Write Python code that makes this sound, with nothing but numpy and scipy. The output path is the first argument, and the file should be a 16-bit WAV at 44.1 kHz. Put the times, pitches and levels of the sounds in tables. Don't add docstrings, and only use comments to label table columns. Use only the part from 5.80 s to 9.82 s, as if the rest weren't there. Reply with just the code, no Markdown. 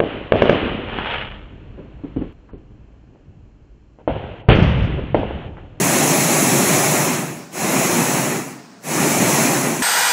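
import sys
import numpy as np
from scipy import signal
from scipy.fft import rfft, irfft, dct, next_fast_len
from scipy.io import wavfile
from scipy.ndimage import uniform_filter1d

SR = 44100
rng = np.random.default_rng(int(sys.argv[2]) if len(sys.argv) > 2 else 0)


def store_wav(level_fs):
    pcm = np.round(np.clip(np.atleast_2d(level_fs), -1, 1) * 32767)
    wavfile.write(sys.argv[1], SR, pcm.T.astype(np.int16))


def nominal_scale(level):
    x = np.asarray(level, float) / 20
    return 10 ** x


N = 177326
FRAME = 1024

# time_s, level_db
VALVE_FLOW = [(0, -21.5), (.05, -21), (.9, -20.5), (1.2, -24), (1.32, -30), (1.45, -41), (1.708, -56),
              (1.714, -25.5), (2.08, -23), (2.35, -25.5), (2.5, -31.5), (2.6, -43), (2.78, -54),
              (3.014, -55), (3.02, -25), (3.5, -21), (3.75, -26), (4.02, -33)]
# peak_s, level_db, rise_s
GAS_FLARES = [(.42, 2.5, 0.14), (.83, 4, .12), (.95, 2.5, .04), (1.41, 2.5, .03), (1.6, 5, .06),
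              (1.885, 3, 0.034), (1.971, 3, .02), (2.039, 3.5, .03), (2.221, 3.5, .02), (2.589, 2.5, .03),
              (2.8, 3, .08), (3.215, 2, 0.023), (3.265, 4, .02), (3.45, 4.5, 0.092), (3.715, 3, 0.044),
              (3.885, 4, .03)]
# pitch_hz, level_db (per Hz)
FLAME_COLOUR = [(35, -62), (76, -31.5), (115, -10), (143, 0.5), (194, -3), (241, -1), (373, -3), (449, -10),
                (638, -6), (1000, -10.5), (1580, -16), (1840, -13), (2550, -13.5), (3050, -22)]
# pitch_hz, level_db (per Hz)
JET_COLOUR = [(1710, -36), (2900, -8.5), (3610, -8.5), (4280, -7), (4690, -11), (6000, -2.5), (6630, 0),
              (8190, -4), (8980, -10), (9710, -3.5), (10300, -2), (11600, -5), (12900, -14.5), (15200, -9),
              (15700, -9.5)]
# pitch_hz, level_db (per Hz)
ECHO_COLOUR = [(35, -60), (70, -35), (140, -4.5), (260, -3), (500, -12.5), (700, -8.5), (1700, -15.5),
               (2500, -20.5), (3150, -25.5), (5250, -19), (8000, -25.5), (10500, -42), (13500, -46),
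               (15600, -36)]
LAYER_EDGES_HZ = (20, 450, 3000, 8900, 17000)
# pitch_hz, width_hz, depth_db
HOUSING_DENTS = [(3540, 220, -2.5), (4717, 200, -11), (8900, 280, -5.5), (12540, 130, -2.5),
                 (13800, 270, -2), (14500, 260, -14)]
# middle_s, low_hz, high_hz, level_db
SIDE_BANDS = [(0.04, 6800, 8860, -28.5), (0.456, 14400, 15900, -40), (1.199, 7500, 9300, -33),
              (1.315, 10300, 11800, -37), (2.035, 9600, 11800, -34), (2.198, 8900, 11800, -33),
              (2.29, 12600, 13800, -43), (2.314, 10200, 15200, -36), (2.337, 6230, 7600, -39.5),
              (2.476, 14400, 15900, -42), (3.289, 11000, 12400, -36), (3.707, 14400, 15900, -40.5),
              (3.753, 5170, 6300, -37)]
# block_offset_samples, then a list of pitch_hz, step_db (over the level nearby)
ROUNDING_PASSES = [
    (208, [(300, -26), (2000, -12), (3500, 0), (4700, 3), (7000, -2), (9000, 3), (10500, -1), (12500, 6), (16000, 7)]),
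    (106, [(300, -14), (800, -6), (3500, -1), (5000, -2), (7000, -10), (11000, -10), (13000, -4), (16000, -5)]),
    (656, [(300, -28), (800, -14), (2500, -13), (4000, -9), (7000, -14), (11000, -12), (13000, -6), (16000, -7)]),
]

ROAR_LAG_S, BODY_LAG_S, HOSE_LAG_S = 0.018, 0.008, 0.038
FLAME_FULL_DB, FULL_SHARE = -24.5, 0.43
ROAR_DB, ROAR_FOLLOWS = -21.5, 0.82
BODY_DB, BODY_FOLLOWS = -21.5, 0.92
FLARE_FALL_S, FLARE_IN_BODY = 0.012, 0.3
TOP_DB, DULL_UNDER_DB, DULL_SLOPE = -3, -43.5, 0.99
ECHO_ONLY_DB, DIRECT_ONLY_DB = -54, -40
TOP_HZ, SMALLEST_STEP_DB = 15740, -65.5


def rms_one(x):
    return x / np.sqrt(np.mean(x ** 2) + 1e-20)


def in_time(rows):
    s, *columns = np.transpose(rows)
    return [np.interp(np.arange(N) / SR, s, column) for column in columns]


def at_hz(points, hz):
    points_hz, points_db = np.transpose(points)
    return np.interp(np.log(hz), np.log(points_hz), points_db)


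def drift(rate_hz):
    r = np.exp(-2 * np.pi * rate_hz * 40 / SR)
    noise = rng.standard_normal(N // 40 + 2002)
    slow = signal.lfilter([1], [1, -2 * r, r * r], noise)[2000:]
    return np.interp(np.arange(N) / 40, np.arange(len(slow)), rms_one(slow))


def coloured(spectrum):
    size = next_fast_len(N)
    hz = np.arange(1, size // 2 + 2) * SR / size
    return hz, rfft(rng.standard_normal(size)) * nominal_scale(at_hz(spectrum, hz))


def turbulence(spectrum, low_hz, high_hz, shared_db, patchy_db, rate_hz):
    hz, noise = coloured(spectrum)
    place = 4 * np.log(hz / low_hz) / np.log(high_hz / low_hz)
    inside = (place >= 0) * (place < 4)
    out = 0
    for k in range(5):
        share = np.clip(1 - np.abs(place - k), 0, 1) * inside
        band = irfft(noise * share, next_fast_len(N))[:N]
        out = out + nominal_scale(patchy_db * drift(rate_hz)) * band
    return rms_one(out * nominal_scale(shared_db))


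def lagged(db, lag_s):
    r = np.exp(-1 / (lag_s * SR))
    gain = signal.lfilter([1 - r], [1, -r], nominal_scale(db), zi=[r * nominal_scale(db[0])])[0]
    return 20 * np.log10(gain)


def flame_db(jet_db, lag_s, level_db, follows):
    over_db = lagged(jet_db, lag_s) - FLAME_FULL_DB
    return level_db + follows * np.minimum(over_db, 0) + FULL_SHARE * np.maximum(over_db, 0)


def gas_flares():
    t = np.arange(N) / SR
    flare_db = 0
    for peak_s, level_db, rise_s in GAS_FLARES:
        flare_db = flare_db + level_db * np.exp(np.minimum((t - peak_s) / rise_s, (peak_s - t) / FLARE_FALL_S))
    return flare_db


def layer_levels():
    valve_db = in_time(VALVE_FLOW)[0]
    jet_db = lagged(lagged(valve_db, HOSE_LAG_S), HOSE_LAG_S)
    flare_db = gas_flares()
    roar_db = flame_db(jet_db, ROAR_LAG_S, ROAR_DB, ROAR_FOLLOWS) + flare_db
    body_db = flame_db(jet_db, BODY_LAG_S, BODY_DB, BODY_FOLLOWS) + FLARE_IN_BODY * flare_db
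    top_db = jet_db + TOP_DB + DULL_SLOPE * np.minimum(jet_db - DULL_UNDER_DB, 0)
    return [roar_db, body_db, jet_db, top_db]


def flame_roar(flutter):
    low, middle, high = LAYER_EDGES_HZ[:3]
    roar = turbulence(FLAME_COLOUR, low, middle, shared_db=0.42 * flutter, patchy_db=0.5, rate_hz=12)
    body = turbulence(FLAME_COLOUR, middle, high, shared_db=0.33 * flutter, patchy_db=0.53, rate_hz=14)
    return [roar, body]


def jet_hiss(flutter):
    low, middle, high = LAYER_EDGES_HZ[2:]
    hiss = turbulence(JET_COLOUR, low, middle, shared_db=0.34 * flutter, patchy_db=0.5, rate_hz=12)
    top = turbulence(JET_COLOUR, middle, high, shared_db=0.27 * flutter, patchy_db=0.5, rate_hz=11)
    return [hiss, top]


def housing(x):
    out = x.copy()
    for hz, width_hz, depth_db in HOUSING_DENTS:
        k = np.tan(np.pi * width_hz / SR)
        floor = k * nominal_scale(depth_db)
        wander = 1 + 0.016 * drift(4)
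        state = np.zeros(2)
        for i in range(0, N, FRAME):
            w = -2 * np.cos(2 * np.pi * hz * wander[i] / SR)
            block = out[i:i + FRAME]
            out[i:i + FRAME], state = signal.lfilter([1 + floor, w, 1 - floor], [1 + k, w, 1 - k], block, zi=state)
    return out


def envelope_echo():
    hz, echo = coloured(ECHO_COLOUR)
    layers = []
    for low_hz, high_hz in zip(LAYER_EDGES_HZ, LAYER_EDGES_HZ[1:]):
        band = echo * (hz >= low_hz) * (hz < high_hz)
        layers.append(rms_one(irfft(band, next_fast_len(N))[:N]))
    return layers


def burner():
    levels_db = layer_levels()
    jet_db = levels_db[2]
    direct_share = np.clip((jet_db - ECHO_ONLY_DB) / (DIRECT_ONLY_DB - ECHO_ONLY_DB), 0, 1)
    flutter = drift(11)
    near_layers = flame_roar(flutter) + jet_hiss(flutter)
    near = sum(nominal_scale(db) * layer for db, layer in zip(levels_db, near_layers))
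    far = sum(nominal_scale(db) * layer for db, layer in zip(levels_db, envelope_echo()))
    return housing(np.sqrt(direct_share) * near) + np.sqrt(1 - direct_share) * far


def scene():
    return burner() * np.ones((2, 1))


def side_bands():
    side = np.zeros(N + 2 * FRAME)
    window = signal.windows.kaiser_bessel_derived(2 * FRAME, beta=4 * np.pi)
    hz = np.arange(FRAME + 1) * SR / (2 * FRAME)
    for middle_s, low_hz, high_hz, level_db in SIDE_BANDS:
        white = rng.standard_normal(2 * FRAME)
        band = rms_one(irfft(rfft(white) * (hz > low_hz) * (hz < high_hz)))
        start = round(middle_s * SR) - FRAME
        side[start:start + 2 * FRAME] += nominal_scale(level_db) * band * window
    return side[:N] * [[1], [-1]]


def rounded(x, offset, steps, window):
    padded = np.pad(x, (2 * FRAME - offset, 3 * FRAME))
    blocks = padded[:len(padded) // FRAME * FRAME].reshape(-1, FRAME)
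    a, b, c, d = np.split(np.hstack([blocks[:-1], blocks[1:]]) * window, 4, axis=1)
    lines = dct(np.hstack([-c[:, ::-1] - d, a - b[:, ::-1]]), type=4, norm="ortho")
    nearby = np.sqrt(uniform_filter1d(lines ** 2, size=80, axis=1) + 1e-16)
    chance = rng.standard_normal((len(lines), FRAME // 32))
    scatter_db = 4 * uniform_filter1d(chance, size=3, axis=0).repeat(32, axis=1)
    band = np.arange(FRAME) // 32 * 32 + 16
    step_db = at_hz(steps, band * SR / 2 / FRAME) + scatter_db
    step = nearby[:, band] * nominal_scale(step_db) + nominal_scale(SMALLEST_STEP_DB)
    whole = np.floor(np.abs(lines / step) ** 0.75 + 0.4054)
    lines = np.sign(lines) * step * whole ** (4 / 3)
    lines[:, round(TOP_HZ * 2 * FRAME / SR):] = 0
    u, v = np.split(dct(lines, type=4, norm="ortho"), 2, axis=1)
    frames = np.hstack([v, -v[:, ::-1], -u[:, ::-1], -u]) * window
    return (frames[1:, :FRAME] + frames[:-1, FRAME:]).ravel()[FRAME - offset:][:N]


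def band_limit(x):
    return signal.sosfilt(signal.butter(12, 15900, fs=SR, output="sos"), x)


def record(dry):
    sine = np.sin(np.pi * (np.arange(2 * FRAME) + 0.5) / (2 * FRAME))
    steep = signal.windows.kaiser_bessel_derived(2 * FRAME, beta=4 * np.pi)
    mono = dry[0]
    for (offset, steps), window in zip(ROUNDING_PASSES, (sine, sine, steep)):
        mono = rounded(mono, offset, steps, window)
    mix = mono + side_bands()
    return band_limit(mix)


dry = scene()
out = record(dry)
store_wav(out)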